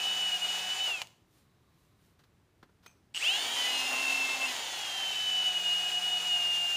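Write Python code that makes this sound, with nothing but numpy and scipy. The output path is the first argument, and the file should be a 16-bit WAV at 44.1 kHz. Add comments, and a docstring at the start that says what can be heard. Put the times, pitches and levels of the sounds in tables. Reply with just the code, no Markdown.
"""A cordless drill whines and scrapes, boring out a rivet in a steel plate on an anvil, then stops with a clack.
A hand shifts the plate and the bit taps it. The drill restarts, spins up almost freely and slows as
the bit bites. Shaft harmonics, gear mesh and the speed controller's switching tones sweep through
the housing resonances, over gear rattle and scraping, in a small workshop."""
import sys
import numpy as np
from scipy import signal
from scipy.fft import rfft, irfft
from scipy.io import wavfile
from scipy.ndimage import uniform_filter1d

SR = 44100
rng = np.random.default_rng(int(sys.argv[2]) if len(sys.argv) > 2 else 0)


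def wav_record(signal):
    """Record a signal, one row per channel, as 16-bit PCM in the file named by sys.argv[1]."""
    frames = np.transpose(np.atleast_2d(signal))
    bounded = np.clip(frames, -1, 1)
    # unit amplitude maps onto the largest positive 16-bit level
    quanta = np.round(bounded * 32767).astype(np.int16)
    wavfile.write(sys.argv[1], SR, quanta)


N = 298116
TIME = np.arange(N) / SR
EASE_S, LOCK_S, RESTART_S, GRAZE_S, BITE_S = 0.86, 1.02, 3.14, 4.385, 4.448
FIRST_RUN = TIME < RESTART_S
CUT_SPEED_HZ, SWITCH_HZ = 180, 7976
GEAR_TEETH, ROTOR_COGS = 16, 20

# Settled shaft speed in the cut: time_s, speed_hz
CUT_SPEEDS = [(0, 184.8), (.22, 185), (.37, 180.7), (.62, 184.4), (.82, 186.7), (4.45, 181.5),
              (5.47, 181.8), (5.67, 178.1), (5.93, 181), (6.25, 181.3), (6.4, 177.6), (6.7, 175.9)]
# Approach to free speed after the soft start: gained_hz, lag_s
SPIN_UP_STAGES = [(44.8, .0374), (104, .2367)]
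# Housing resonances: centre_hz, width_hz, level_db
HOUSING_MODES = [(750, 130, -17), (2000, 400, -15), (2655, 30, -1.5), (2880, 330, 0), (4090, 45, -11),
                 (6450, 200, -14)]
# Motor shaft harmonics: multiple, free_db, loaded_db
SHAFT_HARMONICS = [(4, -31, -38.5), (7, -48, -47), (8, -33.5, -44), (9, -47, -40), (10, -35.5, -48),
                   (12, -47, -51), (13, -39, -52), (14, -34, -44.5), (26, -39, -44), (29.7, -40, -44)]
# Controller tones: switch_multiple, offset_shaft_multiples, free_db, loaded_db
SWITCHING_TONES = [(1, -20, -31.5, -58), (1, -4, -29, -32), (1, 4, -30, -37.5), (1, 0, -47, -49),
                   (1, 20, -42, -50), (2, -4, -39, -44.5)]
# Brief dip of those tones: centre_s, width_s, gain_db
SWITCHING_DIP = (5.2, 0.28, -10)
# Bit jerks the plate and jolts the gears: centre_s, width_s, rattle_gain_db, cogging_gain_db
GEAR_JOLTS = [(.82, .05, -1.5, 12), (0.893, .025, 6.5, -5), (3.93, 0.025, 4, -5), (4.13, 0.012, 2, -5),
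              (5.034, 0.016, 3.5, -2)]
# Scrape and rattle level laws: base_db, speed_db_per_octave, surge_db, ease_share
SCRAPE_LEVEL = (-41, 3.5, 4.5, 0.8)
RATTLE_LEVEL = (-49, 11, 2.5, 0.3)
# Bit scrape and gear rattle spectra: freq_hz, level_db
SCRAPE_SPECTRUM = [(400, -23.5), (1100, -7), (1700, -0.5), (2450, 3), (2920, 10.5), (3350, 5.5), (4000, 3),
                   (5000, 2), (5700, 0), (6600, 3), (8000, -5.5), (10000, -9.5), (13300, -15.5),
                   (15000, -17.5)]
RATTLE_SPECTRUM = [(90, -41), (250, -14), (380, -8.5), (570, -7), (770, 2), (920, -2), (1120, -6.5),
                   (1550, -6), (2200, -9), (5000, -26.5), (15000, -28)]
# Bit snags, whine drops: centre_s, depth_db, width_s
BIT_SNAGS = [(0, 8.5, 0.035), (0.15, 3.5, 0.054), (0.312, 22, 0.0048), (0.394, 29, 0.02), (0.474, 22, 0.01),
             (0.639, 9, 0.098), (.752, 10, 0.013), (0.78, 5, 0.023), (5.14, 22, 0.0063), (5.306, 11, .0038),
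             (5.438, 6, 0.005), (5.533, 9, 0.013), (5.59, 12, 0.0068), (5.634, 7, 0.018),
             (5.87, 2.5, 0.074), (5.911, 22, 0.0048), (6.007, 12, 0.016), (6.101, 5, .008),
             (6.194, 13, 0.0062), (6.239, 5, 0.04)]
# Teeth pressed together, whine flares: centre_s, gain_db, width_s
WHINE_FLARES = [(0.3, -0.5, 0.018), (.44, 1, .02), (.72, 4, .02), (3.289, 2.5, .025), (5.034, 2.5, 0.045),
                (5.283, 4, .02), (5.374, 3.5, 0.073), (5.475, 6, 0.016), (5.567, 2.5, .015),
                (5.687, 2.5, 0.057), (6.145, 1.5, 0.029), (6.337, 3, .04)]
# Workshop background spectrum: freq_hz, level_db
ROOM_SPECTRUM = [(15, -39), (25, -16), (95, 0.5), (176, -5), (224, -9), (363, -10), (501, -17),
                 (573, -17.5), (1090, -20.5), (1960, -24), (4620, -30.5), (15000, -39.5)]
# Spindle lock blows at stop and start: start_s, click_db, ring_db
LOCK_BLOWS = [(1.0174, -28, -21.5), (1.022, -35, -31), (1.0714, -44.5, -54), (3.1468, -43, -23)]
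# Click spectrum of a blow: freq_hz, level_db
CLICK_SPECTRUM = [(150, -11), (600, -8), (1100, 1), (1700, -3), (2600, -1), (3700, -4), (7000, -7),
                  (10000, -17.5), (15000, -19)]
# Hand slides over the plate: centre_s, width_s, level_db
HAND_RUBS = [(1.374, 0.068, -70.5), (1.822, 0.1, -76.5), (2.06, 0.075, -74)]
# Spectra of skin on plate and plate on anvil: freq_hz, level_db
RUB_SPECTRUM = [(1500, 0), (3900, 3), (5500, -0.5), (12000, -2), (15000, -4.5)]
SHIFT_SPECTRUM = [(800, -17.5), (1100, 6), (1400, -11.5), (3300, -12.5), (3900, -3), (4600, -18),
                  (9000, -20)]
# Bit touches the plate: start_s, level_db, tilt_db_per_octave, rise_s, scuff_t60_s, ring_gain_db
BIT_TAPS = [(2.189, -61.5, -0.5, 0.0033, 0.15, -32.5), (2.236, -58.5, -0.5, 0.0024, 0.068, -30),
            (2.6276, -46, -3.5, 0.0022, 0.051, -32), (2.692, -56.5, -6, .003, .05, -30),
            (2.825, -62, 0, 0.0093, 0.42, -19), (2.861, -38, 0, 0.0023, 0.026, -15)]
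# Scuff spectrum of a touch: freq_hz, level_db
SCUFF_SPECTRUM = [(100, -11), (400, -1.5), (800, -3), (1400, 2), (2500, -7.5), (4000, -3), (8000, -16.5),
                  (15000, -16)]
# Steel plate modes: pitch_hz, level_db, t60_s
PLATE_MODES = [(2460, -4, 0.15), (3100, -15, 0.15), (5400, -28, 0.42), (5959, -18, 0.3), (6340, -8, 0.16),
               (6300, -4.5, 0.13), (7940, -20, 0.25), (8775, -20, 0.22)]


def undb(db):
    """Decibels to gain."""
    return 10 ** (np.asarray(db) / 20)


def since(start_s):
    """Seconds since start_s, zero before."""
    return np.maximum(TIME - start_s, 0)


def rise(start_s, lag_s):
    """Exponential approach from 0 to 1."""
    return 1 - np.exp(-since(start_s) / lag_s)


def bump(centre_s, width_s):
    """Gaussian swell, peak 1."""
    return np.exp(-np.minimum(((TIME - centre_s) / width_s) ** 2, 20))


def fade(t, t60_s):
    """Exponential decay."""
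    return np.exp(-np.log(1000) * t / t60_s)


def add(track, start_s, sound):
    """Mix a sound in at start_s."""
    i = int(start_s * SR)
    track[i:i + len(sound)] += sound[:N - i]


def walk(rate_hz):
    """Smooth random drift, spread near 1."""
    hold = max(int(SR / rate_hz), 1)
    steps = np.repeat(rng.standard_normal(N // hold + 1), hold)
    return 1.248 * uniform_filter1d(uniform_filter1d(steps, hold), hold)[:N]


def grit(spread_db):
    """Dense tiny impacts of uneven size, rms 1."""
    size = undb(spread_db * np.repeat(rng.standard_normal(N // 16 + 1), 16)[:N])
    impacts = size * rng.standard_normal(N)
    return impacts / np.sqrt(np.mean(impacts ** 2))


def colour(x, spectrum, tilt_db_per_octave=0):
    """Minimum-phase filter of unit power through a spectrum table."""
    hz, db = np.transpose(spectrum)
    octave = np.log2(np.maximum(np.fft.rfftfreq(4096, 1 / SR), 1))
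    tilt_db = tilt_db_per_octave * np.maximum(octave, np.log2(hz[0]))
    cepstrum = irfft(np.log(undb(np.interp(octave, np.log2(hz), db) + tilt_db)))
    cepstrum[1:2048] *= 2
    cepstrum[2049:] = 0
    response = irfft(np.exp(rfft(cepstrum)))
    return signal.fftconvolve(x, response / np.linalg.norm(response))[:len(x)]


def tone(hz, waver_db, rough):
    """Sine of wavering level with a noise skirt from uneven tooth contacts."""
    skirt = 1 + rough * (walk(160) + 1j * walk(160))
    turns = rng.random() + np.cumsum(hz) / SR
    return np.sqrt(2) * undb(waver_db * walk(22.12)) * np.imag(skirt * np.exp(2j * np.pi * turns))


def housing(hz, floor_db=-20):
    """Radiation gain of the resonant housing."""
    power = sum(undb(db) ** 2 / (1 + ((hz - centre_hz) / width_hz) ** 2) ** 2
                for centre_hz, width_hz, db in HOUSING_MODES)
    return np.sqrt(power + undb(floor_db) ** 2)


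def drive(ramp_s=0.08, ramp_top_hz=117.8, coast_hz_per_s=240, ease_db_per_s=-57):
    """Shaft speed; bit load, cut depth, starting torque surge (each 0-1); drop as the trigger eases."""
    graze = 0.92 * bump(GRAZE_S, 0.037)
    load = np.where(FIRST_RUN, 1, np.maximum(rise(BITE_S, lag_s=0.13), graze))
    cut = np.where(FIRST_RUN, 1, rise(BITE_S, lag_s=0.299))
    surge = np.where(FIRST_RUN, 0, 1 - rise(RESTART_S, lag_s=0.64))
    free_hz = ramp_top_hz * np.minimum(since(RESTART_S) / ramp_s, 1)
    free_hz += sum(gained_hz * rise(RESTART_S + ramp_s, lag_s) for gained_hz, lag_s in SPIN_UP_STAGES)
    cutting_hz = np.interp(TIME, *np.transpose(CUT_SPEEDS))
    eased_s = FIRST_RUN * since(EASE_S)
    speed_hz = np.maximum(free_hz + cut * (cutting_hz - free_hz) - coast_hz_per_s * eased_s, 0)
    speed_hz *= 1 + 0.000983 * walk(40)  # uneven cutting load
    return speed_hz, load, cut, surge, ease_db_per_s * eased_s


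def shaft(speed_hz, load, surge):
    """Shaft harmonics radiated by the housing; load shifts their balance."""
    out = 0
    for multiple, free_db, loaded_db in SHAFT_HARMONICS:
        hz = multiple * speed_hz
        level_db = free_db + load * (loaded_db - free_db)
        out += undb(level_db) * housing(hz) * tone(hz, waver_db=2.5, rough=0.2)
    return undb(-1 - 3 * surge) * out


def controller(speed_hz, load, spun_up):
    """Switching whistles; their sidebands spread with shaft speed."""
    out = 0
    for multiple, offset, free_db, loaded_db in SWITCHING_TONES:
        hz = multiple * SWITCH_HZ + offset * speed_hz
        onset = spun_up ** 2 if abs(offset) == ROTOR_COGS else 1  # cogging sideband
        level_db = free_db + load * (loaded_db - free_db)
        out += onset * undb(level_db) * housing(hz) * tone(hz, waver_db=1.56, rough=0.065)
    centre_s, width_s, dip_db = SWITCHING_DIP
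    return undb(-2.5 + dip_db * bump(centre_s, width_s)) * out


def cogging(speed_hz, surge, base_db=-45, surge_db=18.5):
    """Rotor cogging tone, raised by starting torque and shaken by jolts."""
    hz = ROTOR_COGS * speed_hz
    jolt_db = sum(db * bump(centre_s, width_s) for centre_s, width_s, _, db in GEAR_JOLTS)
    level_db = base_db + surge_db * surge ** 2 + jolt_db
    return undb(level_db) * np.sqrt(housing(hz)) * tone(hz, waver_db=3.5, rough=0.16)


def motor(speed_hz, load, surge, ease_db, first_run_db=1.5):
    """Shaft, controller and cogging tones; a slow rotor hardly sings."""
    spun_up = np.clip(speed_hz / 150, 0, 1) ** 3
    tones = spun_up * shaft(speed_hz, load, surge)
    tones += controller(speed_hz, load, spun_up)
    tones += spun_up * cogging(speed_hz, surge)
    return undb(ease_db + first_run_db * FIRST_RUN) * tones


def unbalance_hum(speed_hz, cut, base_db=-71):
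    """Unbalance shakes the body once a turn, most near full speed and deep in the cut."""
    near_full = np.exp(-((speed_hz - 264) / 22) ** 2)
    lifted = FIRST_RUN * rise(0.68, lag_s=0.03)  # plate rides up the bit, off the anvil
    level_db = base_db + 4.5 * cut ** 20 + 15 * near_full - 9 * lifted
    spun_up = np.clip(speed_hz / CUT_SPEED_HZ, 0, 1) ** 6
    return undb(level_db) * spun_up * tone(speed_hz, waver_db=1, rough=0.15)


def scrape_and_rattle(speed_hz, load, surge, ease_db):
    """Bit scrapes, gears rattle. Both grow with speed and torque and pulse with the shaft when slack."""
    angle = 2 * np.pi * np.cumsum(speed_hz) / SR
    pulse = 1 + 0.087 * (1 - load) * (np.cos(angle) + np.cos(4 * angle) + np.cos(8 * angle))
    octaves = np.log2(np.maximum(speed_hz, 55) / CUT_SPEED_HZ)
    scrape_db, rattle_db = (base_db + db_per_octave * octaves + surge_db * surge + share * ease_db
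                            for base_db, db_per_octave, surge_db, share in (SCRAPE_LEVEL, RATTLE_LEVEL))
    scrape_db += 0.95 * FIRST_RUN
    rattle_db += 1.5 * FIRST_RUN
    rattle_db += sum(db * bump(centre_s, width_s) for centre_s, width_s, db, _ in GEAR_JOLTS)
    scrape = colour(grit(spread_db=1.5) * pulse, SCRAPE_SPECTRUM) * undb(scrape_db + 0.78 * walk(35))
    rattle = colour(grit(spread_db=1.5) * pulse, RATTLE_SPECTRUM) * undb(rattle_db + 0.7 * walk(45))
    return scrape + rattle


def gear_whine(speed_hz, cut, surge, ease_db, base_db=-37, cut_db=6.5, surge_db=10):
    """Tooth mesh tone, loudest near the main resonance and under torque; falters at each snag."""
    hz = GEAR_TEETH * speed_hz
    level_db = base_db + cut_db * cut ** 7 + surge_db * surge + 0.26 * ease_db
    level_db += sum(db * bump(centre_s, width_s) for centre_s, db, width_s in WHINE_FLARES)
    level_db -= sum(db * bump(centre_s, width_s) for centre_s, db, width_s in BIT_SNAGS)
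    meshing = np.clip(speed_hz / 172, 0, 1) ** 6  # slow teeth meet softly
    return undb(level_db) * meshing * housing(hz) * tone(hz, waver_db=-0.05, rough=0.14)


def room_tone(level_db=-67.5):
    """Steady low background noise."""
    return undb(level_db) * colour(rng.standard_normal(N), ROOM_SPECTRUM)


def reflections(x, t60_s=0.46, wet_db=-13, delay_s=0.004):
    """Dense echoes from walls and benches."""
    t = TIME[:SR // 2]
    tail = rng.standard_normal(len(t)) * fade(t, t60_s) * (t > delay_s)
    tail = colour(tail, [(200, 2.5), (3000, -4.0), (15000, 1.5)])
    return undb(wet_db) * signal.fftconvolve(x, tail / np.linalg.norm(tail))[:N]


def lock_clacks(ring_hz=2900, t60_s=0.012, chatter_s=3.1525, gap_s=0.0059, growth_db=1.7):
    """Spindle lock blows click and ring the housing; on restart it chatters until the gears hold."""
    out, t = np.zeros(N), TIME[:SR // 10]
    chatter = [(chatter_s + k * gap_s, -45.5 + k * growth_db, -25.5 + k * growth_db) for k in range(5)]
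    for start_s, click_db, ring_db in LOCK_BLOWS + chatter:
        click = colour(rng.standard_normal(len(t)) * fade(t, t60_s), CLICK_SPECTRUM)
        ring = np.sin(2 * np.pi * ring_hz * t) * fade(t, t60_s) * (1 - np.exp(-t / 0.00034))
        add(out, start_s, undb(click_db) * click + undb(ring_db) * ring)
    return out


def plate_handling(shift_db=-79.5):
    """Skin slides over steel; the plate sings faintly as it shifts on the anvil."""
    swells = sum(undb(db) * bump(centre_s, width_s) for centre_s, width_s, db in HAND_RUBS)
    skin = swells * colour(grit(spread_db=2.5), RUB_SPECTRUM)
    shift = undb(shift_db) * bump(1.7, 0.6) * colour(grit(spread_db=2), SHIFT_SPECTRUM)
    return skin + shift


def bit_taps():
    """Each touch of the bit scuffs and rings the plate."""
    out, t = np.zeros(N), TIME[:SR // 2]
    for start_s, level_db, tilt_db_per_octave, rise_s, scuff_t60_s, ring_gain_db in BIT_TAPS:
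        burst = rng.standard_normal(len(t)) * fade(t, scuff_t60_s)
        scuff = colour(burst, SCUFF_SPECTRUM, tilt_db_per_octave)
        ring = sum(undb(db) * np.sin(2 * np.pi * hz * t) * fade(t, t60_s) for hz, db, t60_s in PLATE_MODES)
        buzz = 1 + 1.5 * walk(400)[:len(t)]  # plate chatters on the anvil
        attack = 1 - np.exp(-t / rise_s)
        add(out, start_s, undb(level_db) * attack * (scuff + undb(ring_gain_db) * ring * buzz))
    return out


def scene():
    """Two drill runs with plate handling between; both channels alike."""
    speed_hz, load, cut, surge, ease_db = drive()
    running = np.where(FIRST_RUN, fade(since(LOCK_S), t60_s=0.11), rise(RESTART_S, lag_s=0.0062))
    drill = motor(speed_hz, load, surge, ease_db) + unbalance_hum(speed_hz, cut)
    drill += scrape_and_rattle(speed_hz, load, surge, ease_db)
    tools = running * drill + lock_clacks() + bit_taps() + plate_handling()
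    room = room_tone() + reflections(tools)
    whine = running * gear_whine(speed_hz, cut, surge, ease_db)
    return np.tile(tools + room + whine, (2, 1))


def record(dry, cutoff_hz=15400):
    """One microphone with a steep top cut."""
    return signal.sosfilt(signal.ellip(12, 0.1, 80, cutoff_hz, fs=SR, output="sos"), dry)


dry = scene()
out = record(dry)
wav_record(out)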